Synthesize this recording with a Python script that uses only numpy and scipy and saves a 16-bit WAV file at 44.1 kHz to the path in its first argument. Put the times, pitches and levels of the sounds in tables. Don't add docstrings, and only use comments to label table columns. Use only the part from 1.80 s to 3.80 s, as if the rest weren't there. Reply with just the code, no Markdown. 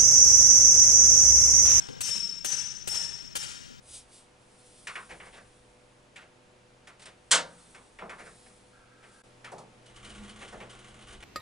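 import sys
import numpy as np
from scipy import signal
from scipy.fft import rfft, irfft
from scipy.io import wavfile
from scipy.ndimage import uniform_filter1d

SR = 44100
rng = np.random.default_rng(int(sys.argv[2]) if len(sys.argv) > 2 else 0)


def waveform_to_disk(signal):
    frames = np.transpose(np.atleast_2d(signal))
    scaled = np.clip(frames, -1, 1) * 32767
    samples = np.round(scaled).astype(np.int16)
    wavfile.write(sys.argv[1], SR, samples)


N = 88200

# f/Hz, level/dB
RUMBLE_EQ = [(20, -4.5), (45, -7.5), (70, -0.5), (100, -7.5), (130, 2.5), (170, -5), (260, -5),
             (420, -12.5), (1000, -20.5), (3000, -25.5), (7000, -30), (11000, -43), (16000, -43.5)]
# t/s, chatter/dB, contact length/s, tilt/(dB per octave), knock/dB, reverb trim/dB, clang/dB,
# clang focus/Hz, crack/dB, bending hum/dB, first blade/dB, its swell/s, second blade/dB, its swell/s
CLASHES = [(-.22, -27, 0.012, -2.5, -20, 1, -23.5, 6500, -35, -55.5, -32, 0.083, -38.5, 0.095),
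           (0.2063, -25.5, .013, 1.1, -33, 2.53, -19.5, 5400, -31, -60, -23.5, 0.16, -29.5, 0.024),
           (0.6453, -27, 0.021, 0.4, -29.5, 0.5, -23, 6800, -23, -51.5, -28.5, 0.09, -23.5, 0.065),
           (1.073, -26.5, 0.014, 0.8, -26, 3, -30, 8400, -27, -46.5, -25, 0.075, -34, 0.091),
           (1.5527, -25.5, 0.021, 0, -29.5, -3, -21, 3100, -26.5, -53.5, -37, 0.036, -40.5, .02)]
# f/Hz, level/dB, T60/s
CLANG_MODES = [(896, -18, .08), (1402, -12, 0.1), (1608, -20, 0.047), (2857, -17, 0.035),
               (3080, -11, 0.098), (3468, -19, 0.1), (4526, -19, .2), (6517, -15, 0.11), (6990, -17, 0.12),
               (7330, -17, 0.22), (7810, -14, .15), (8130, -6, 0.12), (8420, -12.5, 0.17),
               (8900, -28.5, 0.051), (10270, -19, .08), (14000, -22, 0.22), (15230, -27, .2)]
# f/Hz, level/dB
CHATTER_EQ = [(100, -7), (500, -5), (900, -5), (1200, -6.5), (3000, -3), (4800, -4), (7000, -2.5),
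              (9200, -1.5), (11000, -2.5), (13500, -15), (16000, -24)]
CRACK_EQ = [(100, -2), (900, 1.5), (1500, 0.5), (3200, -1.5), (5000, -21), (12000, -23)]
KNOCK_EQ = [(30, -3), (130, 0), (300, -3), (500, -1), (850, -4.5), (1500, -25.5), (5000, -38)]
# f/Hz, level/dB
HALL_EQ = [(100, -5), (500, -4), (1000, 0.5), (2000, 1.5), (5000, 2), (7500, 4.5), (9500, 2), (12000, -3),
           (16000, 11)]
# f/Hz, T60/s
HALL_T60 = [(100, 1.3), (500, 1.07), (1500, 1.61), (3500, 1.44), (6000, 1.23), (8500, 0.82), (11000, 0.6),
            (16000, 0.15)]
# delay/s, spread/s, gain added to the tail
WALL_ECHOES = [(0.086, 0.0085, 0.7), (.16, 0.021, 0.39)]
# f/Hz, level/dB, T60/s
BENDING_MODES = [(1800, 2, 1.0), (829, 1, 1), (1440, -11, 0.63), (3370, -6, 0.83)]
FIRST_BLADE_MODES = [(5418, 0, 1.1), (8446, -18, .6), (15250, -32, .35)]
SECOND_BLADE_MODES = [(6025, -0.5, 1.054), (6400, -10, 0.85), (8550, -22, 0.34), (14150, -35, .45)]
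# t/s, thud/dB, thud pitch/Hz, scuff/dB
STEPS = [(0.086, -31.5, 125, -32.5), (0.134, -51, 160, -60), (.29, -38.5, 133, -66),
         (.352, -34.5, 220, -31.5), (.42, -42, 190, -62), (.49, -44.5, 148, -65), (.73, -40, 144, -54),
         (1.298, -45, 134, -68), (1.688, -45, 130, -53), (1.901, -42.5, 236, -49)]
# f/Hz, level/dB
THUD_EQ = [(30, -29), (130, -11.5), (240, -2.5), (340, -9.5), (500, -0.5), (700, -35), (1500, -40),
           (6000, -67)]
SCUFF_EQ = [(200, -5), (850, 5.5), (1500, -8.5), (3200, -2), (7000, -10), (12000, -33)]
# f/Hz, left minus right/dB
BALANCE = [(60, 6), (200, 5.97), (450, 4.46), (750, 2.04), (1200, 3.7), (2000, 6.95), (3400, 7), (4700, 9),
           (5400, 11.5), (6030, 15), (7200, 7), (9000, 4.3), (15000, 2)]
# f/Hz, gain (0-1)
LIKENESS = [(100, .999), (500, 1), (1000, 0.99), (2000, 0.57), (5500, 1), (8000, 0.93), (14000, 0.93)]

RUMBLE_DB, HUM_HZ, HUM_DB, WHINE_HZ, WHINE_DB = -46.5, 129.8, -57, 15735, -80
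TICKS_PER_S, TICK_SPREAD_DB, BITE_S, RELEASE_S = 12000, 4.5, 0.0032, 0.0049
RIDGE_DB, RIDGE_WIDTH_HZ, CLANG_DB_PER_OCTAVE = 5, 70, 7
HALL_BUILD_S, HALL_START_GAIN, CLASH_SEND_DB, STEP_SEND_DB = 0.064, 0.12, 2, -1
SWING_M_PER_S, SOUND_M_PER_S, SWING_HZ, SWAY_DEPTH = 2.0, 343, 1.2, 0.3087
DIRECT_SHARE, CLEAN_S = 0.63, 0.17
SWELL_POWER, BEND_SWELL_S, MODE_ATTACK_S = 0.91, 0.072, 0.0063
THUD_BOOST_DB, THUD_WIDTH_OCTAVES = 16.5, 0.16
RIGHT_LATE_S, MIC_DB, CEILING, LOWPASS_HZ = 0.091e-3, -2, 0.35, 16000


def amp(db):
    return 10 ** (np.asarray(db) / 20)


def read(points, hz):
    f, value = np.transpose(points)
    return np.interp(np.log(hz + 1), np.log(f + 1), value)


def add(mix, s, sound):
    at = round(s * SR)
    sound = sound[:, max(-at, 0):]
    part = mix[:, max(at, 0):][:, :sound.shape[1]]
    part += sound[:, :part.shape[1]]


def coloured(x, eq):
    hz = np.fft.rfftfreq(x.shape[1], 1 / SR)
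    x = irfft(rfft(x) * amp(read(eq, hz)), x.shape[1])
    return x / np.sqrt(np.mean(x ** 2, -1, keepdims=True) + 1e-20)


def burst(eq, decay_s, attack_s=0.0018):
    t = np.arange(SR // 2) / SR
    envelope = np.minimum(t / attack_s, 1) * np.exp(-t / decay_s)
    return coloured(rng.standard_normal((2, len(t))), eq) * envelope


def room_tone():
    t = np.arange(N) / SR
    hum = amp(HUM_DB) * np.sin(2 * np.pi * HUM_HZ * t)
    whine = amp(WHINE_DB) * np.sin(2 * np.pi * WHINE_HZ * t)
    rumble = amp(RUMBLE_DB) * coloured(rng.standard_normal((2, N)), RUMBLE_EQ)
    return rumble + np.sqrt(2) * (hum + whine)


def clash(chatter_db, contact_s, tilt_db, knock_db, clang_db, focus_hz, crack_db):
    t = np.arange(SR // 2) / SR
    size = (2, len(t))
    ticks = (rng.random(size) < TICKS_PER_S / SR) * rng.choice([-1, 1], size)
    ticks = ticks * amp(TICK_SPREAD_DB * rng.standard_normal(size))
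    hz = np.fft.rfftfreq(len(t), 1 / SR)[1:]
    peaks = [1 / (1 + (2 * (hz - mode_hz) / RIDGE_WIDTH_HZ) ** 2) for mode_hz, _, _ in CLANG_MODES]
    ridges = RIDGE_DB * np.max(peaks, 0)
    steel_eq = np.transpose([hz, read(CHATTER_EQ, hz) + tilt_db * np.log2(hz) + ridges])
    envelope = np.minimum(t / BITE_S, 1) * np.exp(-np.maximum(t - contact_s, 0) / RELEASE_S)
    chatter = coloured(ticks, steel_eq) * envelope
    crack = burst(np.transpose([hz, read(CRACK_EQ, hz) + ridges]), decay_s=0.0039)
    clang = 0
    for mode_hz, level, t60 in CLANG_MODES:
        rolloff_db = CLANG_DB_PER_OCTAVE * abs(np.log2(mode_hz / focus_hz))
        tone = np.sin(2 * np.pi * (mode_hz * t + rng.random((2, 1))))
        clang += amp(level - rolloff_db - 60 * t / t60) * tone
    knock = burst(KNOCK_EQ, decay_s=0.0072)
    return amp(chatter_db) * chatter + amp(crack_db) * crack + amp(clang_db) * clang + amp(knock_db) * knock


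def hall(sound, send_db):
    power = uniform_filter1d((abs(rfft(sound, SR)) ** 2).mean(0), size=81)
    hz, frame_s, noise = signal.stft(rng.standard_normal((2, N)), SR, nperseg=1024)
    colour = np.sqrt(abs(np.interp(hz, np.arange(len(power)), power)))
    decay = amp(read(HALL_EQ, hz)[:, None] - 60 * frame_s / read(HALL_T60, hz)[:, None])
    tail = signal.istft(noise * colour[:, None] * decay, SR, nperseg=1024)[1][:, :N]
    t = np.arange(N) / SR
    build = np.minimum(HALL_START_GAIN + t / HALL_BUILD_S * (1 - HALL_START_GAIN), 1)
    returns = sum(gain * np.exp(-.5 * ((t - delay) / spread) ** 2) for delay, spread, gain in WALL_ECHOES)
    out = amp(send_db) * tail * (build + returns) / np.sqrt(SR / 10)
    add(out, 0, sound)
    return out


def blade_ring(modes, db, swell_s):
    t = np.arange(SR * 5 // 4) / SR
    direct = DIRECT_SHARE * np.exp(-(t / CLEAN_S) ** 2)
    ring = 0
    for k, (hz, level, t60) in enumerate(modes):
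        rise_s = MODE_ATTACK_S if k else swell_s
        wobble = np.sqrt(direct) + np.sqrt(1 - direct) * swing_smear(hz, t)
        tone = (wobble * np.exp(2j * np.pi * (hz * t + rng.random()))).real
        swell = np.minimum(t / rise_s, 1) ** SWELL_POWER
        decay = amp(level - 60 * np.maximum(t - rise_s, 0) / t60)
        ring += swell * decay * tone
    return np.sqrt(2) * amp(db) * ring


def swing_smear(hz, t, paths=24):
    control_t = t[::32]
    rank = (np.arange(paths) + rng.uniform(.1, .9, (2, paths))) / paths
    spread = (np.arcsin(2 * rank - 1) * np.sqrt(2))[..., None]
    sway = SWAY_DEPTH * np.sin(2 * np.pi * (SWING_HZ * control_t + rng.random((2, paths, 1))))
    shift_hz = hz * SWING_M_PER_S / SOUND_M_PER_S * (spread + sway)
    cycles = np.cumsum(shift_hz, -1) * control_t[1] + rng.random((2, paths, 1))
    wobble = np.exp(2j * np.pi * cycles).sum(1)
    wobble /= np.sqrt(uniform_filter1d(abs(wobble) ** 2, size=110))
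    return np.array([np.interp(t, control_t, side) for side in wobble])


def footfall(thud_db, thud_hz, scuff_db):
    hz = np.geomspace(20, SR / 2, num=100)
    boost = THUD_BOOST_DB * np.exp(-.5 * (np.log2(hz / thud_hz) / THUD_WIDTH_OCTAVES) ** 2)
    thud = burst(np.transpose([hz, read(THUD_EQ, hz) + boost]), decay_s=0.03)
    return amp(thud_db) * thud + amp(scuff_db) * burst(SCUFF_EQ, decay_s=0.0061)


def scene():
    mix = room_tone()
    for (s, chatter_db, contact_s, tilt_db, knock_db, trim_db, clang_db, focus_hz, crack_db,
         bend_db, first_db, first_swell_s, second_db, second_swell_s) in CLASHES:
        hit = clash(chatter_db, contact_s, tilt_db, knock_db, clang_db, focus_hz, crack_db)
        add(mix, s, hall(hit, CLASH_SEND_DB + trim_db))
        add(mix, s, blade_ring(BENDING_MODES, bend_db, BEND_SWELL_S))
        add(mix, s, blade_ring(FIRST_BLADE_MODES, first_db, first_swell_s))
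        add(mix, s, blade_ring(SECOND_BLADE_MODES, second_db, second_swell_s))
    for s, thud_db, thud_hz, scuff_db in STEPS:
        add(mix, s, hall(footfall(thud_db, thud_hz, scuff_db), STEP_SEND_DB))
    return mix


def record(dry):
    hz = np.fft.rfftfreq(N, 1 / SR)
    left, other = rfft(dry)
    likeness = read(LIKENESS, hz)
    right = likeness * left + np.sqrt(1 - likeness ** 2) * other
    right *= -amp(-read(BALANCE, hz)) * np.exp(-2j * np.pi * hz * RIGHT_LATE_S)
    pair = amp(MIC_DB) * irfft(np.array([left, right]), N)
    clipped = pair / (1 + (pair / CEILING) ** 4) ** .25
    lowpass = signal.firwin(255, LOWPASS_HZ, window=("kaiser", 9), fs=SR)
    return signal.oaconvolve(clipped, lowpass[None], "same")


dry = scene()
out = record(dry)
waveform_to_disk(out)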